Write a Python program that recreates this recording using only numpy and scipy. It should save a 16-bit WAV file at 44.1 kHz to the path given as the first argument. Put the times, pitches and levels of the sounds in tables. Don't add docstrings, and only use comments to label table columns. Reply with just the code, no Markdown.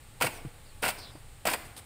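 import sys
import numpy as np
from scipy import signal
from scipy.fft import rfft, irfft, next_fast_len
from scipy.io import wavfile
from scipy.ndimage import uniform_filter1d

SR = 44100
rng = np.random.default_rng(int(sys.argv[2]) if len(sys.argv) > 2 else 0)


def generate_wav(sig):
    pcm = np.round(np.clip(np.atleast_2d(sig).T, -1, 1) * 32767).astype(np.int16)
    wavfile.write(sys.argv[1], SR, pcm)


N = 81585
T = np.arange(N) / SR

# (f/Hz, relative level/dB per Hz)
AIR_COLOUR = [(12, -24), (20, 4), (30, -14), (38, -23), (53, -9), (112, -11), (125, -9), (140, -17.5),
              (175, -24), (281, -26), (323, -28), (351, -29.5), (463, -27), (612, -29), (703, -33.5),
              (831, -24), (981, -34.5), (1130, -29), (1530, -33), (1810, -31), (4170, -35), (5980, -43.5),
              (8590, -31), (11300, -43), (15400, -41)]
AIR_DB = -49.5

# (t/s, level/dB before trims, hollow body/dB and bright crack/dB
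# relative to the middle smack, ring f/Hz)
SLAPS = [(0.203, -41, -18, 7.5, 960), (0.2106, -24.5, 1, 3, 980), (0.2206, -21.5, -7, 6, 1374),
         (.2250, -25.5, -10, 3, 660), (0.2313, -27, -6, -10, 1383), (.2400, -32.5, 6.5, -4, 480),
         (.2450, -30, 3.5, 5, 1050), (0.2528, -33.5, -6, -7, 633), (0.265, -27.5, -2, -4, 2245),
         (0.2671, -30, -2, 6, 2745), (.4510, -50, -3, -2, 1190), (0.8206, -51.5, 8, 14.5, 770),
         (.8275, -25.5, -29, -11, 510), (0.8334, -27, 2, 3.5, 1410), (0.8401, -25, -7, -18, 1480),
         (.8510, -29.5, -3.5, 8.5, 2810), (0.8599, -29, 2, -18, 2020), (0.864, -27.5, -5, -7, 1410),
         (0.8705, -46.5, 9.5, -8, 674), (0.88, -29, -5, 9, 2200), (.8862, -26, -4.5, 6, 760),
         (0.8912, -34.5, -15, -1, 4770), (0.898, -37, -1.5, 5, 2650), (1.1540, -54.5, 7, -14, 613),
         (1.4530, -27.5, 2.5, 6, 680), (1.4641, -29.5, 0.5, 5, 600), (1.4690, -26, -18, 9, 578),
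         (1.4730, -24, 0, 4.5, 1316), (1.4846, -23.5, -8.5, -0.5, 970), (1.4924, -30, -10, 2, 1540),
         (1.5000, -37, -12, 14, 1510), (1.5120, -32.5, 1.5, -9, 980), (1.5148, -35, 3.5, 8, 1020),
         (1.534, -30, -14, 12, 2440), (1.5361, -25.5, -9, -6, 908), (1.54, -34.5, 1, 4, 2497),
         (1.5470, -43.5, 5, -6, 740)]
SLAP_TRIM_DB, RING_TRIM_DB = 0.5, -2
SLAP_ATTACK_S = 0.00071
SNAP_T60_S, SNAP_SHARE = 0.0084, 0.11
BODY_T60_S, MID_T60_S, CRACK_T60_S, RING_T60_S = 0.086, 0.076, 0.052, 0.055
BODY_TOP_HZ, CRACK_BOTTOM_HZ = 1296, 3780
# (f/Hz, relative level/dB per Hz)
SOLE_COLOUR = [(88, -41), (150, -4), (366, -2.5), (629, 2.5), (693, 1), (779, 2.5), (858, -1), (1060, 2.5),
               (1190, -5.5), (1370, -2), (1760, -4), (2690, -2.5), (2970, -6.5), (3820, -14.5),
               (4810, -11.5), (6190, -22.5), (8450, -11), (11300, -20.5), (15400, -12.5)]
# (f/Hz, width/Hz, lift/dB)
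SOLE_RESONANCES = [(385, 70, -4), (502, 35, 5), (633, 45, 5), (772, 35, 3), (920, 35, 2), (1416, 50, 3),
                   (1588, 45, 3), (1925, 35, 5), (2248, 45, 5), (2464, 40, 3), (2609, 60, 3), (2723, 30, 4),
                   (3132, 30, 4), (8500, 100, 3)]

# (t/s, length/s, relative level/dB)
SCUFFS = [(0.214, 0.05, -35.5), (.330, 0.046, -52.5), (0.822, 0.083, -35.5), (0.982, 0.0075, -48.5),
          (1.491, 0.052, -37), (1.648, 0.021, -54), (1.763, 0.018, -43), (1.784, 0.014, -52)]
SCUFF_ATTACK_S, SCUFF_T60_S = 0.0046, 0.059
GRAINS_PER_S, GRAIN_SPREAD_DB = 9000, 2.5
# (f/Hz, relative level/dB per Hz)
GRIT_COLOUR = [(150, -9), (600, -1), (2600, -6.5), (3600, -3), (4900, -4.5), (6200, -10), (7400, -9),
               (8500, 3), (11500, -8.5), (15300, -10.5)]

# (f/Hz, level/dB)
YARD_COLOUR = [(150, -9), (400, -12.5), (800, -13), (1600, -12.5), (2200, -12.5), (2750, -15.5),
               (3600, -12.5), (5500, -17), (9000, -15.5), (15000, -13.5)]
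# (f/Hz, t60/s)
YARD_T60 = [(150, 1), (700, 0.95), (2500, 0.58), (6000, 0.6), (15000, 0.53)]
YARD_BUILD_S = 0.0089
SLAP_SEND_DB = 1

# (t/s, level/dB, settled f/Hz, knock relative to the low cycles/dB)
THUDS = [(0.236, -34.5, 125, -0.5), (.450, -35, 125, -1.5), (0.866, -44.5, 66.3, -13),
         (1.152, -51.5, 140, 9)]
THUD_HOLD_S, THUD_T60_S = 0.027, 0.013
THUD_SAG_HZ, THUD_SAG_S = 140, 0.0039
KNOCK_HZ, KNOCK_T60_S = 308, 0.068

# (t/s, length/s, start f/Hz, end f/Hz, level/dB before the swell, blur cutoff/Hz)
BIRD_NOTES = [(0.262, .155, 8160, 5000, -60, 90), (.65, .10, 4900, 3970, -65, 199),
              (0.972, 0.098, 5130, 4250, -49.5, 480), (1.014, .19, 5280, 4680, -64.5, 282),
              (1.019, .10, 3930, 3555, -53.5, 379.6)]
BIRD_FLUTTER_DB, BIRD_FLUTTER_HZ = 0.5, 90

# (delay/s, level/dB)
ECHOES = [(0.111, -32), (.168, -35)]
ECHO_TOP_HZ = 8800

CUTOFF_HZ = 15550


def from_db(db):
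    return 10 ** (np.asarray(db) / 20)


def rms_one(x):
    return x / np.sqrt(np.mean(x ** 2) + 1e-20)


def at_hz(points, hz):
    f, value = np.transpose(points)
    return np.interp(np.log(np.maximum(hz, 1)), np.log(f), value)


def fade(t, t60):
    return np.exp(-np.log(1000) * np.maximum(t, 0) / t60)


def colour(x, points, resonances=()):
    size = 2 * next_fast_len(N)
    hz = np.arange(size // 2 + 1) * SR / size
    db = at_hz(points, hz)
    for f, width, lift in resonances:
        db = db + lift / (1 + (2 * (hz - f) / width) ** 2)
    cepstrum = irfft(np.log(rms_one(from_db(db))))
    cepstrum[1:size // 2] *= 2
    cepstrum[size // 2 + 1:] = 0
    return irfft(rfft(x, size) * np.exp(rfft(cepstrum)))[:N]


def band(x, hz, kind, order=2):
    return signal.sosfilt(signal.butter(order, hz, kind, fs=SR, output="sos"), x)


def air():
    return from_db(AIR_DB) * rms_one(colour(rng.standard_normal(N), AIR_COLOUR))


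def burst(t60, size=8192):
    t = T[:size]
    scatter_power = (1 - SNAP_SHARE) * rms_one(fade(t, t60)) ** 2
    snap_power = SNAP_SHARE * rms_one(fade(t, SNAP_T60_S)) ** 2
    shape = np.sqrt(scatter_power + snap_power)
    spectrum = rfft(rng.standard_normal(size) * shape)
    flat = irfft(spectrum / np.abs(spectrum))
    local_rms = np.sqrt(np.abs(uniform_filter1d(flat * flat, size=128)) + 1e-20)
    attack = 1 - np.exp(-t / SLAP_ATTACK_S)
    contacts = flat / local_rms * shape * attack
    return rms_one(contacts) * np.sqrt(np.mean(fade(t, t60) ** 2))


def slaps():
    body, mid, crack = parts = np.zeros((3, 2 * N))
    decays = (BODY_T60_S, MID_T60_S, CRACK_T60_S)
    for s, db, body_db, crack_db, _ in SLAPS:
        start = int(s * SR)
        for part, part_db, t60 in zip(parts, (body_db, 0, crack_db), decays):
            hit = burst(t60)
            part[start:start + len(hit)] += from_db(SLAP_TRIM_DB + db + part_db) * hit
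    hits = band(body, BODY_TOP_HZ, "low", order=3)
    hits += band(mid, [BODY_TOP_HZ, CRACK_BOTTOM_HZ], "band")
    hits += band(crack, CRACK_BOTTOM_HZ, "high", order=3)
    return hits[:N]


def sole_rings():
    out = np.zeros(N)
    for s, db, _, _, hz in SLAPS:
        t = np.maximum(T - s, 0)
        tone = np.sin(2 * np.pi * hz * t) * fade(t, RING_T60_S)
        out += rng.choice([-1, 1]) * from_db(db + RING_TRIM_DB) * tone
    return out


def scuffs():
    pressure = np.zeros(N)
    for s, length, db in SCUFFS:
        attack = np.clip((T - s) / SCUFF_ATTACK_S, 0, 1)
        pressure += from_db(db) * attack * fade(T - s - length, SCUFF_T60_S)
    grain_db = GRAIN_SPREAD_DB * np.minimum(rng.exponential(1, N), 4)
    sizes = from_db(grain_db) * rng.choice([-1, 1], N)
    grains = sizes * (rng.random(N) < GRAINS_PER_S / SR)
    return colour(pressure * rms_one(grains), GRIT_COLOUR)


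def yard(x):
    edges = np.geomspace(100, 16000, 12)
    response = np.zeros(N)
    for low, high in zip(edges, edges[1:]):
        hz = np.sqrt(low * high)
        build = 1 - np.exp(-T / YARD_BUILD_S)
        shape = rms_one(fade(T, at_hz(YARD_T60, hz)) * build) / np.sqrt(N)
        noise = band(rng.standard_normal(N), [low, high], "band")
        response += from_db(at_hz(YARD_COLOUR, hz)) * shape * noise
    return signal.fftconvolve(x, response)[:N]


def thuds():
    out = np.zeros(N)
    for s, db, hz, knock_db in THUDS:
        t = np.maximum(T - s, 0)
        turns = hz * t + THUD_SAG_HZ * THUD_SAG_S * (1 - np.exp(-t / THUD_SAG_S))
        low_cycles = np.sin(2 * np.pi * turns) * fade(t - THUD_HOLD_S, THUD_T60_S)
        knock = from_db(knock_db) * np.sin(2 * np.pi * KNOCK_HZ * t) * fade(t, KNOCK_T60_S)
        out -= from_db(db) * (low_cycles + knock)
    return out


def bird():
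    out = np.zeros(N)
    for s, length, start_hz, end_hz, db, blur_hz in BIRD_NOTES:
        along = np.clip((T - s) / length, 0, 1)
        phase = 2 * np.pi * np.cumsum(start_hz * (end_hz / start_hz) ** along) / SR
        blur = band(rng.standard_normal(N) + 1j * rng.standard_normal(N), blur_hz, "low")
        wander = rms_one(band(rng.standard_normal(N), BIRD_FLUTTER_HZ, "low"))
        flutter = from_db(BIRD_FLUTTER_DB * wander)
        whistle = rms_one(flutter * np.real(blur * np.exp(1j * phase)))
        swell = np.sqrt(np.abs(np.sin(np.pi * along)))
        out += from_db(db) * swell * whistle
    return out


def echoes(x):
    delayed = sum(from_db(db) * np.interp(T - delay, T, x, left=0) for delay, db in ECHOES)
    return band(delayed, ECHO_TOP_HZ, "low")


def scene():
    background = air()
    hits, grit = slaps(), scuffs()
    direct = colour(hits, SOLE_COLOUR, SOLE_RESONANCES) + sole_rings() + grit
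    spread = from_db(SLAP_SEND_DB) * colour(hits, SOLE_COLOUR) + grit
    mix = background + direct + yard(spread) + thuds() + bird() + echoes(spread)
    return mix[None]


def record(dry):
    return signal.sosfilt(signal.ellip(10, 0.2, 70, CUTOFF_HZ, fs=SR, output="sos"), dry)


dry = scene()
out = record(dry)
generate_wav(out)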